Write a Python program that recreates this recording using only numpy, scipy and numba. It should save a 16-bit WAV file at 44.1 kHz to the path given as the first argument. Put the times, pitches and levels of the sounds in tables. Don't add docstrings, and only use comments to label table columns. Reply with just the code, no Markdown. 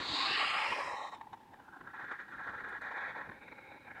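import sys
import numpy as np
from scipy import signal
from scipy.fft import rfft, irfft
from scipy.io import wavfile
from scipy.ndimage import uniform_filter1d
from numba import njit

SR = 44100
rng = np.random.default_rng(int(sys.argv[2]) if len(sys.argv) > 2 else 0)


def dump(signal):
    limited = np.clip(np.atleast_2d(signal).T, -1, 1)
    pcm = np.round(limited * 32767).astype(np.int16)
    wavfile.write(sys.argv[1], SR, pcm)


def invert_db(x):
    u = np.asarray(x, float) / 20
    return 10 ** u


N = 176400
T = np.arange(N) / SR
BIN_HZ = np.arange(N // 2 + 1) * SR / N

# time in seconds, level in dB.
EFFORT = [(0.0, -43), (0.14, -36.5), (0.3, -35), (0.42, -34), (0.67, -37), (0.91, -41), (1.17, -48),
          (1.31, -67), (1.54, -61.5), (1.77, -60), (2.0, -46.5), (2.41, -47), (2.6, -46), (3.03, -41.5),
          (3.13, -42), (3.29, -53), (3.52, -60), (4.0, -49)]
# centre in Hz, width in Hz, level in dB.
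GAPE = [(282, 136, -8.5), (720, 220, -12.5), (1010, 190, 3), (1570, 970, -12.5), (2670, 570, -12.5),
        (3780, 630, -0.5), (4530, 660, -8), (7000, 1170, -22)]
WIDE = [(340, 215, -17), (772, 213, 2), (1170, 182, 5), (1730, 1050, -3.5), (2810, 860, -3.5),
        (4330, 280, -11.5), (4860, 230, -11.5), (7450, 1850, -25.5)]
NARROWING = [(460, 430, -9), (1019, 97, 3), (1250, 160, -9), (1840, 440, -6), (2340, 690, -9.5),
             (4050, 260, -26.5), (4950, 750, -19), (7260, 3200, -35.5)]
CLOSING = [(496, 320, -10), (894, 200, -0.5), (1106, 230, -5.5), (1840, 210, -9), (2300, 390, -20),
           (3860, 310, -12.5), (5380, 460, -28.5), (6940, 1700, -31.5)]
SHUT = [(393, 620, -17.5), (900, 106, 9.5), (1110, 450, -30), (1770, 320, -15), (2300, 280, -25),
        (3580, 450, -23), (5350, 580, -36), (6840, 1500, -43)]
STRETCHED = [(347, 226, -11), (865, 265, -2.5), (1380, 314, 0), (1664, 300, 5), (2390, 140, -19.5),
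             (3630, 520, -20), (3780, 890, -35.5), (6200, 2000, -39.5)]
CURLED = [(320, 267, 4.5), (862, 158, 9.5), (1420, 240, -37), (1520, 370, 6), (2237, 226, 10),
          (3850, 260, -4.5), (4800, 520, -53.5), (6500, 3000, -39)]
REACHING = [(316, 105, -7.5), (837, 260, -1.5), (1450, 260, 0), (1527, 170, 2.5), (2500, 1300, -44),
            (3600, 350, -30), (4400, 440, -40), (6500, 3500, -45)]
DIPPING = [(370, 430, -8.5), (946, 224, 0.5), (1443, 290, -2), (1777, 260, 3.7), (2314, 230, -8),
           (3580, 430, -20), (4080, 700, -33.5), (5900, 2000, -43)]
OPENING = [(303, 180, -3.5), (810, 820, -2.5), (920, 250, 3.5), (1460, 570, -3), (2600, 730, -31),
           (3710, 670, 1.5), (4440, 500, -9.5), (7100, 1270, -20)]
TURNING = [(350, 160, -10.5), (780, 196, -2.5), (1162, 170, 2.5), (1750, 280, 1.5), (2590, 420, 0.5),
           (3800, 670, -3.5), (4600, 730, -9), (7340, 1840, -29.5)]
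RISING = [(325, 360, -17), (830, 210, -2), (1400, 210, -7), (1670, 210, 1.5), (2230, 210, -6.5),
          (3730, 270, -25), (4800, 600, -47), (6500, 3000, -48)]


def rms_one(x):
    return x / np.sqrt(np.mean(x ** 2) + 1e-20)


def drift(rate_hz):
    hop, settle = 40, 2000
    r = np.exp(-2 * np.pi * rate_hz * hop / SR)
    noise = rng.standard_normal(N // hop + settle + 2)
    slow = signal.lfilter([1], [1, -2 * r, r * r], noise)[settle:]
    return np.interp(np.arange(N) / hop, np.arange(len(slow)), rms_one(slow))


@njit
def resonate(x, r, c):
    y = np.zeros(len(x))
    for i in range(2, len(x)):
        drive = (1 - r[i] ** 2) / 2 * (x[i] - x[i - 2])
        y[i] = drive + 2 * r[i] * c[i] * y[i - 1] - r[i] ** 2 * y[i - 2]
    return y


def noise_band(low_hz, high_hz):
    sos = signal.butter(2, [low_hz, high_hz], "band", fs=SR, output="sos")
    return rms_one(signal.sosfilt(sos, rng.standard_normal(N)))


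def bump(centre_s, length_s, power=2):
    return np.exp(-0.5 * (np.abs(T - centre_s) / (length_s / 2)) ** power)


def swan():
    steadied = 0.47
    leak_per_octave, snort_tilt_db_per_octave = 0.34, -1.5
    rings, octaves = throat(windpipe(rng.standard_normal(N)))
    power = rings.sum(axis=0) ** 2
    local_rms = np.sqrt(uniform_filter1d(uniform_filter1d(power, size=200), size=200) + 0.02)
    stream_db, closed_db, snorts, loose = airflow()
    stream = invert_db(stream_db + closed_db / (1 + leak_per_octave * octaves)) / local_rms ** (steadied * loose)
    bursts = snorts / local_rms * invert_db(snort_tilt_db_per_octave * octaves)
    return np.sum(rings * np.hypot(stream, bursts), axis=0)


def airflow():
    # peak in seconds, level in dB, rise in seconds, fall in seconds.
    snort_rows = [(1.139, -43.5, 0.01, 0.0095), (1.215, -39.5, 0.0052, 0.0045),
                  (1.236, -54, 0.0048, 0.0034), (1.273, -46, 0.0048, 0.0055), (1.294, -61, 0.0053, 0.036),
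                  (1.336, -41.5, 0.007, 0.012), (1.373, -54, 0.0044, 0.0091), (1.405, -57, 0.0053, 0.021),
                  (1.434, -57.5, 0.0043, 0.0056), (1.461, -61, 0.0063, 0.0041), (1.542, -49, 0.011, 0.0065),
                  (1.602, -51, 0.006, 0.0046), (1.687, -50, 0.0063, 0.0081), (1.74, -48.5, 0.015, 0.0091),
                  (1.77, -47.5, 0.012, 0.0053), (1.813, -45, 0.0052, 0.0065), (1.876, -42, 0.0049, 0.0057),
                  (1.945, -46.5, 0.0074, 0.0104), (1.997, -43, 0.0071, 0.0084), (2.045, -43, 0.0039, 0.009),
                  (2.116, -35.5, 0.0044, 0.0117), (2.196, -43, 0.0044, 0.018), (2.284, -54, 0.0052, 0.0097),
                  (2.341, -57, 0.021, 0.0103), (2.394, -45, 0.003, 0.041), (2.48, -38, 0.013, 0.0035),
                  (2.491, -38.5, 0.0064, 0.0101), (2.551, -43.5, 0.0155, 0.005),
                  (2.59, -44.5, 0.025, 0.0052), (2.648, -41.5, 0.011, 0.0058),
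                  (2.731, -42.5, 0.0094, 0.0081), (2.761, -46, 0.0097, 0.0173),
                  (2.836, -50, 0.0074, 0.0053), (2.853, -48, 0.0102, 0.0078), (2.876, -44, 0.015, 0.0042),
                  (2.968, -41.5, 0.0072, 0.038), (3.188, -44, 0.014, 0.022), (3.217, -40, 0.0064, 0.0042),
                  (3.298, -42.5, 0.0077, 0.0049), (3.32, -43, 0.0038, 0.003), (3.38, -67.5, 0.0065, 0.0122),
                  (3.426, -52.1, 0.0163, 0.023), (3.485, -47, 0.008, 0.0069), (3.527, -45.5, 0.012, 0.0066),
                  (3.59, -47.5, 0.0113, 0.006), (3.72, -49, 0.0086, 0.009), (3.774, -59, 0.0044, 0.0103),
                  (3.885, -53.5, 0.012, 0.0061), (3.915, -44.5, 0.0052, 0.0056)]
    # centre in seconds, length in seconds, level
    # change in dB.
    closures = [(1.108, 0.019, -12), (1.191, 0.04, -8), (1.315, .015, 2), (1.828, .015, -9),
                (1.926, 0.014, -11.5), (1.965, 0.0077, 3), (2.075, 0.011, -5), (2.177, 0.017, -9.5),
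                (2.261, 0.035, -13.5), (2.299, .025, -10), (2.368, 0.025, -4.5), (2.47, 0.011, -2),
                (2.525, 0.0092, 0.5), (2.573, 0.0066, -8), (2.631, 0.013, -8), (2.708, 0.028, -1),
                (2.799, 0.021, -16), (2.902, 0.0081, -5), (3.133, 0.028, -7.5), (3.286, 0.0098, -13),
                (3.304, 0.013, -12), (3.401, 0.021, -10), (3.45, .02, -2), (3.797, 0.017, -11),
                (3.83, 0.031, -10), (3.862, .012, -5), (3.897, .01, -5.5), (3.937, 0.024, -9)]
    flutter_from_s, flutter_onset_s = 0.85, 0.3
    hiss_flutter_db, loose_flutter_db, snort_db = 0.5, 0.5, -0.9

    loose = np.clip((T - flutter_from_s) / flutter_onset_s, 0, 1)
    flutter_db = (hiss_flutter_db + loose * loose_flutter_db) * (0.4 * drift(12) + 0.9 * drift(45))
    stream_db = np.interp(T, *np.transpose(EFFORT)) + flutter_db
    closed_db = np.zeros(N)
    for s, length_s, db in closures:
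        closed_db += db * bump(s, length_s, np.where(T < s, 2, 4))
    snorts = np.zeros(N)
    for s, db, rise_s, fall_s in snort_rows:
        snorts += invert_db(db + snort_db) * np.exp(-((T - s) / np.where(T < s, rise_s, fall_s)) ** 2)
    return stream_db, closed_db, snorts, loose


def windpipe(x):
    spacing_hz, dull_hz, echo = 272.1, 3620, 0.27
    delay = np.exp(-2j * np.pi * BIN_HZ / spacing_hz)
    loop = echo / np.sqrt(1 + (BIN_HZ / dull_hz) ** 2)
    return irfft(rfft(x) * np.sqrt(1 - loop ** 2) / (1 - loop * delay), N)


def throat(air):
    # time in seconds, posture.
    postures = [(.02, OPENING), (.17, GAPE), (.33, TURNING), (.52, WIDE), (.76, NARROWING), (1.02, CLOSING),
                (1.12, CLOSING), (1.2, SHUT), (1.481, SHUT), (1.7, REACHING), (2.0, STRETCHED),
                (2.7, STRETCHED), (3.0, DIPPING), (3.3, DIPPING), (3.42, CURLED), (3.82, CURLED),
                (3.9, RISING), (4.0, RISING)]
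    # time in seconds, centre in Hz, width in Hz, level in dB.
    nostril = [(0, 2300, 300, -22.5), (.45, 2300, 250, -13), (.8, 2920, 250, -21), (1.05, 3090, 180, -19),
               (1.5, 2900, 150, -27), (2.3, 2900, 250, -34), (3.0, 2840, 300, -29), (4.0, 2900, 300, -24)]
    wobble, wobble_hz = 0.012, 14.0
    own_flutter_db, flutter_hz, flutter_knee_hz = 1.8, 33.0, 1490
    snort_knee_hz = 1520

    times = [s for s, _ in postures]
    shapes = np.array([posture for _, posture in postures])
    tracks = [(times, *shape.T) for shape in shapes.transpose(1, 0, 2)]
    tracks.append(np.transpose(nostril))
    rings, octaves, power = [], [], 0
    for k, (s, *columns) in enumerate(tracks):
        hz, width_hz, db = (np.interp(T, s, column) for column in columns)
        hz = hz * (1 + wobble * drift(wobble_hz))
        r, c = np.exp(-np.pi * width_hz * 2 / SR), np.cos(2 * np.pi * hz / SR)
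        ring = air
        for _ in range(3):
            ring = resonate(ring, r, c)
        flutter_db = own_flutter_db * np.clip(flutter_knee_hz / hz, 0.4, 1.8) * drift(flutter_hz)
        rings.append((-1) ** k * invert_db(db + flutter_db) * ring)
        octaves.append(np.maximum(np.log2(hz / snort_knee_hz), 0))
        power = power + invert_db(db) ** 2 * width_hz * 2 / SR
    return np.array(rings) / np.sqrt(power), np.array(octaves)


def grass():
    # start in seconds, peak in dB, centre in Hz.
    ticks = [
        (2.692, -67, 9500),
        (2.816, -66, 7500),
    ]
    t60_s = 0.032
    out = np.zeros(N)
    for s, db, hz in ticks:
        decay = (T > s) * invert_db(-60 * np.maximum(T - s, 0) / t60_s)
        out += invert_db(db) * noise_band(hz * 0.74, hz * 1.2) * decay
    return out


def wind():
    # centre in seconds, level in dB, length in seconds.
    bumps = [(.005, -45.5, 0.034), (0.106, -46.5, 0.048), (0.312, -54.5, .04), (0.707, -53.5, 0.033),
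             (0.854, -59, 0.05), (1.331, -65, 0.044), (1.843, -62, 0.065), (2.487, -59, 0.054),
             (2.834, -61.5, 0.073), (3.19, -62.5, 0.11), (3.293, -51.5, 0.031), (3.49, -64, 0.055),
             (3.896, -61, 0.072)]
    # centre in seconds, length in seconds, depth in dB.
    lulls = [(0.682, 0.13, -9), (1.057, 0.11, -19), (1.624, .08, -4), (2.2, .08, -11), (2.988, 0.083, -12)]
    low_hz, high_hz, bump_cut_hz = 55, 327, 427
    level_db, lump_db, lumps_per_s = -66.5, 2.5, 10
    follows = 0.24

    effort_db = np.interp(T, *np.transpose(EFFORT))
    wind_db = level_db + follows * (effort_db - effort_db.mean()) + lump_db * drift(lumps_per_s)
    wind_db = wind_db + sum(db * bump(s, length_s) for s, length_s, db in lulls)
    bump_gain = sum(invert_db(db) * bump(s, length_s) for s, db, length_s in bumps)
    return invert_db(wind_db) * noise_band(low_hz, high_hz) + bump_gain * noise_band(low_hz, bump_cut_hz)


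def ambience():
    # frequency in Hz, density in dB per Hz.
    spectrum = [(30, -9), (60, -4), (300, 7.5), (900, -11.5), (1800, -5), (3000, -12), (6000, -21.5),
                (15600, -25)]
    level_db = -66
    hz, db = np.transpose(spectrum)
    colour = invert_db(np.interp(np.log(BIN_HZ + 1), np.log(hz), db))
    return invert_db(level_db) * rms_one(irfft(rfft(rng.standard_normal(N)) * colour, N))


def scene():
    return (swan() + grass() + wind() + ambience())[None]


def top_cut(x):
    return signal.sosfilt(signal.butter(12, 15760, fs=SR, output="sos"), x)


def record(dry):
    return top_cut(dry)


dry = scene()
out = record(dry)
dump(out)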